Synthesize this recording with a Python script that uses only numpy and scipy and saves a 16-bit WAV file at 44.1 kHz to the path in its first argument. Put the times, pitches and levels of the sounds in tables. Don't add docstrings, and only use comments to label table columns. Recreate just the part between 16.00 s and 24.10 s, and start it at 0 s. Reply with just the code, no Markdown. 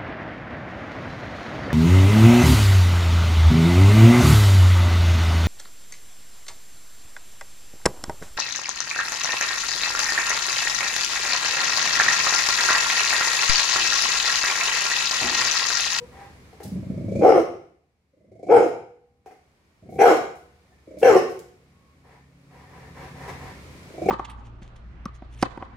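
import sys
import numpy as np
from scipy import signal
from scipy.fft import rfft, irfft, next_fast_len
from scipy.io import wavfile
from scipy.ndimage import uniform_filter1d, minimum_filter1d

SR = 44100
rng = np.random.default_rng(int(sys.argv[2]) if len(sys.argv) > 2 else 0)


def transcribe(signal):
    frames = np.atleast_2d(signal).T
    limited = np.clip(frames, -1, 1)
    pcm = np.round(limited * 32767).astype(np.int16)
    wavfile.write(sys.argv[1], SR, pcm)


N = 357210
TIME = np.arange(N) / SR


def from_db(db):
    return 10 ** (np.asarray(db) / 20)


def rms_one(x):
    return x / np.sqrt(np.mean(x ** 2) + 1e-20)


def in_time(rows, t=TIME):
    s, *columns = np.transpose(rows)
    return [np.interp(t, s, column) for column in columns]


def at_hz(points, hz):
    freq, value = np.transpose(points)
    return np.interp(np.log(np.maximum(hz, 1)), np.log(freq), value)


def coloured(x, spectrum):
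    size = next_fast_len(x.shape[-1] + 2048)
    hz = np.arange(size // 2 + 1) * SR / size + 1
    low_end = np.minimum(hz / spectrum[0][0], 1) ** 2
    high_end = np.minimum(spectrum[-1][0] / hz, 1) ** 4
    gain = from_db(at_hz(spectrum, hz)) * low_end * high_end
    return irfft(rfft(x, size) * gain, size)[..., :x.shape[-1]]


def band(x, low_hz, high_hz, order=2):
    edges = [low_hz, min(high_hz, SR / 2 - 500)]
    return signal.sosfilt(signal.butter(order, edges, "band", fs=SR, output="sos"), x)


def resonance(x, hz, width_hz):
    r = np.exp(-np.pi * width_hz / SR)
    top = np.array([1, 0, -1]) * (1 - r * r) / 2
    return signal.lfilter(top, [1, -2 * r * np.cos(2 * np.pi * hz / SR), r * r], x)


def moving_resonance(x, hz, width_hz):
    turn = np.exp(2j * np.pi * np.cumsum(hz) / SR)
    smoother = signal.butter(2, width_hz / 2, fs=SR, output="sos")
    return np.real(turn * signal.sosfilt(smoother, x / turn))


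def drift(rate_hz, t):
    knots = np.arange(t[0], t[-1] + 1 / rate_hz, 1 / rate_hz)
    return np.interp(t, knots, rng.standard_normal(4096)[:len(knots)])


def evened(x, window_s=0.018):
    return x / np.sqrt(np.abs(uniform_filter1d(x * x, int(window_s * SR))) + 1e-12)


def add(out, s, sound):
    start = int(np.clip(round(s * SR), 0, N - 1))
    out[start:start + len(sound)] += sound[:N - start]


# pitch_hz, likeness (1 is the same, 0 is unrelated)
LEFT_RIGHT_LIKENESS = [(60, 1.0051), (250, 0.84), (500, 0.72), (1000, 0.21), (2000, -0.1), (15000, 0.12)]


def diffuse(size):
    mid, side = rfft(rng.standard_normal((2, size)))
    alike = np.clip(at_hz(LEFT_RIGHT_LIKENESS, np.arange(len(mid)) * SR / size), -1, 1)
    return irfft(np.sqrt((1 + alike) / 2) * mid + np.sqrt((1 - alike) / 2) * side * [[1], [-1]], size)


# time_s, traffic_rumble_db, air_db
BACKGROUND_LEVELS = [(0, -48, -55), (1.3, -58, -58), (1.8, -72.5, -78), (3.24, -67, -77),
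                     (3.28, -65.5, -68.5), (4.7, -60.5, -64), (6.3, -60, -65.5), (7.3, -43.5, -50),
                     (8.1, -48.5, -50)]
# pitch_hz, relative_level_db
RUMBLE_COLOUR = [(15, -46), (25, -21), (59, -6), (75, 3), (108, -6.5), (135, -5), (263, -10), (293, -13),
                 (454, -15), (600, -20), (780, -51.5), (1320, -120)]
# pitch_hz, relative_level_db
AIR_COLOUR = [(210, -33.5), (350, -6.5), (681, -7.5), (824, -9.5), (1080, -8), (1530, -12), (2310, -9),
              (2620, -14), (3280, -17.5), (3550, -17.5), (4500, -17.5), (11100, -27), (15500, -36)]
# multiple_of_firing_rate, relative_level_db
ENGINE_TONES = [(1, -7), (1.379, -9.5), (2, 0), (2.5, -4.5), (3.5, -11.5), (4, -8.5)]
ENGINE_HZ = 68.4
ENGINE_NEAREST_S, ENGINE_PASS_S, ENGINE_DB = 7.25, .6, -46


def outside():
    rumble_db, air_db = in_time(BACKGROUND_LEVELS)
    nearness = 1 / (1 + ((TIME - ENGINE_NEAREST_S) / ENGINE_PASS_S) ** 2)
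    phase = 2 * np.pi * np.cumsum(ENGINE_HZ * (1 + 0.0097 * drift(5.1, TIME))) / SR
    tones = sum(from_db(db) * np.sin(k * phase) for k, db in ENGINE_TONES)
    hum = from_db(ENGINE_DB) * nearness * tones
    rumble = from_db(rumble_db) * rms_one(coloured(diffuse(N), RUMBLE_COLOUR))
    air = from_db(air_db) * rms_one(coloured(diffuse(N), AIR_COLOUR))
    return hum + rumble + air


# pitch_hz, fall_s
TAIL_FALL = [(80, 0.9), (250, 0.55), (500, 0.51), (1200, 0.52), (2500, 0.57), (6000, 0.51), (15000, .42)]
# pitch_hz, level_db
TAIL_LEVEL = [(80, -3.5), (200, -6), (400, -9), (800, -7.5), (2000, 0), (6000, 0.5), (15000, -5.5)]
# pitch_hz, level_db
WALL_ECHO_LEVEL = [(80, -21), (250, -15), (500, -8.5), (1000, -5.5), (2000, -7), (15000, -1.5)]
# pitch_hz, level_db, time_to_fall_60_db_s
STANDING_WAVES = [(330.7, -58.5, 0.23), (496.9, -55, 0.17), (763, -57, 0.18), (484, -76, .75),
                  (731, -87.5, 1), (796, -86, 1)]


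def room(x, first_echo_s=0.0018, wall_s=0.0027, build_s=0.0017):
    t, edges = np.arange(SR) / SR, 45 * 2 ** np.arange(0, 8.6, .5)
    noise, hz = rfft(diffuse(SR)), np.arange(SR // 2 + 1)
    burst = rng.standard_normal(SR) * np.exp(-t / wall_s) * (t > first_echo_s)
    echoes = rms_one(burst) / np.sqrt(SR)
    response = coloured(echoes, WALL_ECHO_LEVEL) * [[1], [-1]]
    for low, high in zip(edges, edges[1:]):
        centre = np.sqrt(low * high)
        shape = from_db(-60 * t / at_hz(TAIL_FALL, centre)) * (1 - np.exp(-t / build_s))
        tail = irfft(noise * ((hz >= low) & (hz < high)), SR) * shape
        width_gain = np.sqrt(2 * (high - low)) / SR
        response += from_db(at_hz(TAIL_LEVEL, centre)) * rms_one(tail) * width_gain
    for mode_hz, db, t60 in STANDING_WAVES:
        response += from_db(db - 60 * t / t60) * np.cos(2 * np.pi * mode_hz * t)
    return signal.fftconvolve(x[None], response, axes=1)[:, :N]


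# start_s, level_db
THUDS = [(0.53, -48), (0.603, -35), (3.26, -40), (3.31, -44.5), (4.72, -60)]
# pitch_hz, relative_level_db
THUD_COLOUR = [(120, -53), (200, -19.5), (445, -0.5), (541, -18.5), (682, -15), (759, 0.5), (1040, -29),
               (1160, -24), (1520, -23.5), (2410, -27.5), (3440, -43), (5080, -38.5), (14000, -49)]


def thuds(fall_60_db_s=0.22):
    out, t = np.zeros(N), np.arange(SR // 3) / SR
    for s, db in THUDS:
        thud = rms_one(coloured(rng.standard_normal(len(t)), THUD_COLOUR))
        add(out, s, from_db(db - 60 * t / fall_60_db_s) * thud)
    return out


# start_s, level_db, time_to_fall_30_db_s
CLAW_SCUFFS = [(0.632, -48.5, 0.15), (3.9, -64.5, 0.67), (4.352, -62, 0.16), (4.985, -54, 0.54),
               (5.299, -54.5, 0.13), (5.392, -41.5, 0.012), (7.29, -59, 0.075)]
# pitch_hz, relative_level_db
CLAW_COLOUR = [(1500, -15.5), (3500, -4), (6500, -3), (12000, -6), (16000, -10.5)]


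def scuffs():
    out, t = np.zeros(N), np.arange(SR // 3) / SR
    for s, db, decay in CLAW_SCUFFS:
        grains = rng.standard_normal(len(t)) * np.exp(.5 * drift(500, t))
        add(out, s, from_db(db - 30 * t / decay) * rms_one(coloured(grains, CLAW_COLOUR)))
    return out


# start_s, length_s, level_db
PUFFS = [(0.116, 0.17, -47), (6.034, 0.17, -53.5), (6.498, 0.18, -51), (6.665, 0.27, -48.5),
         (6.945, .16, -41), (7.146, 0.23, -40.5), (7.277, 0.035, -36.5), (7.382, 0.15, -41.5)]
# pitch_hz, relative_level_db
PUFF_COLOUR = [(240, -35), (400, -3), (660, -11), (756, -1), (841, -7.5), (964, -2), (1070, -8.5),
               (1470, -16.5), (1880, -9.5), (2960, -26.5), (5030, -30), (12300, -42), (15000, -47)]


def panting():
    swell = np.zeros(N)
    for s, length, db in PUFFS:
        along = np.clip((TIME - s) / length, 0, 1)
        swell += from_db(db) * np.sqrt(np.abs(np.sin(np.pi * along)))
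    return swell * rms_one(coloured(rng.standard_normal(N), PUFF_COLOUR))


# start_s, length_s, first_pitch_hz, last_pitch_hz, level_db
WHIMPER_ROWS = [(0, 0.057, 472, 489, -35.5), (0.147, 0.15, 780, 814, -42.5), (4.718, .035, 1800, 1750, -62),
                (5.714, .28, 1098, 1106, -63)]


def whimper(s, length, first_hz, last_hz, db, waver=.012):
    along = np.clip((TIME - s) / length, 0, 1)
    pitch = first_hz + (last_hz - first_hz) * along
    phase = 2 * np.pi * np.cumsum(pitch * (1 + waver * drift(200, TIME))) / SR
    tone = np.sin(phase) + from_db(-17) * np.sin(2 * phase)
    return from_db(db) * np.sin(np.pi * along) * tone


# first_flap_s, last_flap_s, first_mouth_db, last_mouth_db, first_chest_db,
#   last_chest_db, first_mouth_hz, last_mouth_hz, lateness_of_swell (a power)
GROWL_BOUTS = [(0.648, 1.191, -36.5, -15.5, -22.5, -20.5, 620, 580, 3.6),
               (2.132, 2.465, -53, -22.5, -56, -40, 560, 700, 2.3),
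               (3.826, 3.955, -46, -26.5, -32.5, -27, 650, 770, 0.95),
               (4.874, 4.969, -40.5, -30, -49, -33.5, 582, 600, .55),
               (7.902, 8.055, -39, -16.5, -47, -22, 645, 700, 1.1)]
FLAPS_PER_S, FLAP_JITTER_S, FLAP_SPREAD_DB = 27.5, 0.001, 3.55
GROWL_START_DB, GROWL_START_S = 6.5, .07


def flaps():
    for (first, last, mouth_from, mouth_to, chest_from, chest_to,
         hz_from, hz_to, lateness) in GROWL_BOUTS:
        count = int(round((last - first) * FLAPS_PER_S)) + 1
        for along in np.linspace(0, 1, count):
            swell, chance = along ** abs(lateness), rng.standard_normal(3)
            starting_db = GROWL_START_DB * np.exp(-along * (last - first) / GROWL_START_S)
            chest_db = chest_from + (chest_to - chest_from) * along - starting_db
            yield (first + (last - first) * along + FLAP_JITTER_S * chance[0],
                   mouth_from + (mouth_to - mouth_from) * swell + FLAP_SPREAD_DB * chance[1],
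                   chest_db + FLAP_SPREAD_DB * chance[2],
                   hz_from + (hz_to - hz_from) * along)


def growl(lead_s=0.0025, rise_s=0.0039, flap_s=0.015, chest_s=0.027, flutter_hz=300, breathy=2.0):
    out, t = np.zeros(N), np.arange(SR // 12) / SR
    for s, mouth_db, chest_db, hz in flaps():
        noise = rng.standard_normal((2, len(t)))
        phase = 2 * np.pi * np.cumsum(flutter_hz * (1 + 0.26 * drift(250, t))) / SR
        flap = rms_one(sum(np.cos(k * phase) for k in range(1, 9))) + breathy * noise[0]
        main_ring = resonance(resonance(flap, hz, 100), hz, 100)
        low_ring = resonance(resonance(flap, 0.56 * hz, 170), 0.52 * hz, 290)
        mouth = evened(band(main_ring - from_db(-4.0) * low_ring, 200, 730, order=4))
        muzzle_hz = 2480.5 + 8 * mouth_db
        muzzle_ring = resonance(resonance(flap, muzzle_hz, 150), muzzle_hz, 220)
        muzzle = from_db(-25.0) * rms_one(muzzle_ring)
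        lip_hiss = from_db(-31.5) * rms_one(band(noise[0], 3300, 8100))
        rise_and_fall = (1 - np.exp(-t / rise_s)) * np.exp(-t / flap_s)
        voiced = (mouth + muzzle + lip_hiss) * rise_and_fall
        chest_push = 0.51 * noise[1] * np.exp(-t / chest_s) + 8 * (t == 0)
        chest = band(chest_push, 88, 235, order=3)
        chest = chest / np.abs(chest).max()
        add(out, s - lead_s, from_db(mouth_db) * voiced + from_db(chest_db) * chest)
    return out


ONSET_DB, RELEASE_S, RELEASE_DB = 14, .028, 13
SLACK_ROUGHNESS = .78
JAW_OPEN_S, JAW_CLOSE_S = .04, .06
MOUTH_SHUT_DB, CHEEK_SHUT_DB = 12, 12
MOUTH_CLOSING_DB, HISS_CLOSING_DB = 8.5, 5
HISS_OUTLASTS = 0.64
UNSTEADY_DB, UNSTEADY_PER_S = 2.6, 45


def bark_gesture(row, t):
    (start, length, attack_s, rise_s, hold_s, relax_s, first_hz, top_hz, last_hz, top_rough, end_rough,
     open_hz, closed_hz, db, sag_db, mouth_db, cheek_db, hiss_db, *_) = row
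    age = t - start
    tight = np.clip(age / rise_s, 0, 1)
    spent = 1 - np.exp(-np.maximum(age - rise_s - hold_s, 0) / relax_s)
    opening = np.clip(age / JAW_OPEN_S, 0, 1)
    closing = 1 - np.exp(-(np.maximum(age - JAW_OPEN_S, 0) / JAW_CLOSE_S) ** 2)
    pitch = first_hz + (top_hz - first_hz) * tight + (last_hz - top_hz) * spent
    tightened_rough = SLACK_ROUGHNESS + (top_rough - SLACK_ROUGHNESS) * tight
    rough = np.clip(tightened_rough + (end_rough - top_rough) * spent, 0, 1)
    onset_db = ONSET_DB * np.clip(1 - age / attack_s, 0, 1)
    fade_db = sag_db * spent + RELEASE_DB * np.clip((age - length) / RELEASE_S + 1, 0, 1)
    return (pitch, rough, open_hz + (closed_hz - open_hz) * closing,
            db - onset_db - fade_db + UNSTEADY_DB * drift(UNSTEADY_PER_S, t),
            mouth_db - MOUTH_SHUT_DB * (1 - opening) - MOUTH_CLOSING_DB * closing,
            cheek_db - CHEEK_SHUT_DB * (1 - tight),
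            hiss_db + HISS_OUTLASTS * fade_db - HISS_CLOSING_DB * closing)


# mouth_db, cheek_db, hiss_db,
#   muzzle_flare_db; and muzzle_flare_hz
BARK_ROWS = [(1.207, 0.21, .021, .08, .022, .052, 262.9, 469.1, 297.8, 0.6, 0.41, 1370, 1195, -7.5, 7, -2.5, -18, -33.5, -30.5, 2304),
             (2.481, 0.21, 0.037, .042, .044, .03, 322.4, 480.1, 315.6, 0.31, 0.83, 1410, 1310, -7.5, 14, -3.5, -20, -36, -29, 2240),
             (3.98, 0.19, 0.026, .066, .03, .026, 360.2, 479.1, 291.8, 0.39, 0.55, 1585, 1110, -11.5, 5, 4, -9.5, -24.5, -15.5, 2390),
             (5.013, 0.18, .022, 0.038, .014, .085, 424.8, 515.7, 300.9, .42, 0.34, 1594, 970, -11, -1.5, -5, -14, -27, -18, 2532),
             (8.081, .2, 0.0031, 0.055, .02, .05, 349, 483, 300, 0.2, .5, 1466, 1120, -13, 6, 5.5, -15, -19.5, -16.5, 2350)]
# pitch_hz, relative_level_db
THROAT_COLOUR = [(120, -32.5), (220, -18.5), (310, -4.5), (480, 1), (630, -7.5), (780, -4.5), (930, -19),
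                 (1100, -3.5)]
# pitch_hz, relative_level_db
HISS_COLOUR = [(3000, -2.5), (3900, 6), (5000, 3), (7000, -8), (9500, -3.5), (12000, -1), (15500, -12.5)]
# pitch_hz, width_hz, relative_level_db, how_closely_it_follows_the_cheeks (0-1)
UPPER_RESONANCES = [(1711, 250, -6.5, 1), (2114, 250, -4, 0.4), (2930, 500, -10.5, 0.2),
                    (4000, 1400, -17.5, 0.1)]
# pitch_hz, width_hz, relative_level_db
TEETH_WHISTLES = [(5530, 830, -4), (6540, 1500, -6), (8040, 2400, -10.5)]
TURBULENCE, CHEEK_AIR = 1.6, .8
FLARE_WIDTH_HZ, FLARE_SINK_HZ_PER_S = 500, 1800
TEETH_FLICKER_DB = 3.5
TEETH_WANDER, TEETH_OPEN_RISE = 0.052, .12


def bark(row, jitter=.085, shimmer=1.0, doubling=0.64, snap_s=0.019, cheek_width_hz=310, wander=0.023,
         edge_s=0.011, hiss_rise_s=0.03):
    start, length, *_, flare_db, flare_hz = row
    t = start + np.arange(SR // 3) / SR
    pitch, rough, cheek_hz, voice_db, mouth_db, cheek_db, hiss_db = bark_gesture(row, t)
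    phase = 2 * np.pi * np.cumsum(pitch * (1 + jitter * rough * drift(320, t))) / SR
    pulses = rms_one(sum(np.cos(k * phase) / k ** 0.033 for k in range(1, 13)))
    pulses = pulses * (1 + doubling * rough * np.cos(phase / 2))
    flutter = np.exp(shimmer * rough * drift(210, t))
    air = rng.standard_normal(len(t)) * (1 + 2.4 * np.cos(phase))
    source = (pulses + TURBULENCE * rough * air) * flutter

    throat = coloured(source, THROAT_COLOUR)
    voice = evened(band(throat, 190, 620, order=4))
    mouth = from_db(mouth_db) * evened(band(throat, 663, 900, order=4))
    cheek_ring = moving_resonance(source + CHEEK_AIR * air, cheek_hz, cheek_width_hz)
    cheek = from_db(cheek_db) * evened(cheek_ring)

    cheek_ratio = cheek_hz / 1300
    upper = 0
    for hz, width, db, follow in UPPER_RESONANCES:
        upper_hz = hz * cheek_ratio ** follow * (1 + wander * drift(30, t))
        upper = upper + from_db(db) * evened(moving_resonance(source + air, upper_hz, width))
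    rasp = from_db((cheek_db + hiss_db) / 2 + 1.5) * upper

    since_snap = t - start - snap_s
    sinking_hz = flare_hz - FLARE_SINK_HZ_PER_S * since_snap
    flare_ring = evened(moving_resonance(source + air, sinking_hz, FLARE_WIDTH_HZ))
    flare = from_db(flare_db) * np.exp(-(since_snap / 0.021) ** 2) * flare_ring

    teeth = 0
    for hz, width, db in TEETH_WHISTLES:
        flicker = from_db(db + TEETH_FLICKER_DB * drift(35, t))
        whistle_hz = hz * cheek_ratio ** TEETH_OPEN_RISE * (1 + TEETH_WANDER * drift(25, t))
        teeth = teeth + flicker * evened(moving_resonance(air * flutter, whistle_hz, width))
    spray = from_db(0.53 * (hiss_db + 28.5) - 4) * evened(coloured(air * flutter, HISS_COLOUR))
    hiss_rise = 1 - np.exp(-(t - t[0]) / max(hiss_rise_s, 1e-3))
    hiss = from_db(hiss_db) * (teeth + spray) * hiss_rise

    chest = from_db(-29) * evened(band(air, 98, 160))
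    fade_in = np.clip((t - t[0]) / edge_s, 0, 1)
    fade_out = np.clip((start + length - t) / edge_s + 1, 0, 1)
    layers = voice + mouth + cheek + rasp + flare + hiss + chest
    return fade_in * fade_out * from_db(voice_db) * layers


# pitch_hz, left_minus_right_db
LEFT_RIGHT_BALANCE = [(100, .5), (400, -0.65), (1200, 1), (2400, 2.5), (4500, 0), (7000, -5.5), (9500, 9.5),
                      (15000, 9)]


def scene():
    indoors = growl() + panting() + sum(whimper(*row) for row in WHIMPER_ROWS) + thuds() + scuffs()
    for row in BARK_ROWS:
        add(indoors, row[0], bark(row))
    heard = from_db(-3.5) * indoors + room(indoors)
    hz = np.arange(N // 2 + 1) * SR / N
    side_gain = from_db(at_hz(LEFT_RIGHT_BALANCE, hz) * [[.5], [-.5]])
    return irfft(rfft(heard) * side_gain, N) + outside()


CUTOFF_HZ = 15800


def record(dry, ceiling=1.0, hold_s=0.02):
    size = int(hold_s * SR)
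    needed = np.minimum(1, min(ceiling, 1) / (np.abs(dry).max(axis=0) + 1e-9))
    limited = dry * uniform_filter1d(minimum_filter1d(needed, size), size)
    return signal.sosfilt(signal.ellip(10, .2, 80, CUTOFF_HZ, fs=SR, output="sos"), limited)


dry = scene()
out = record(dry)
transcribe(out)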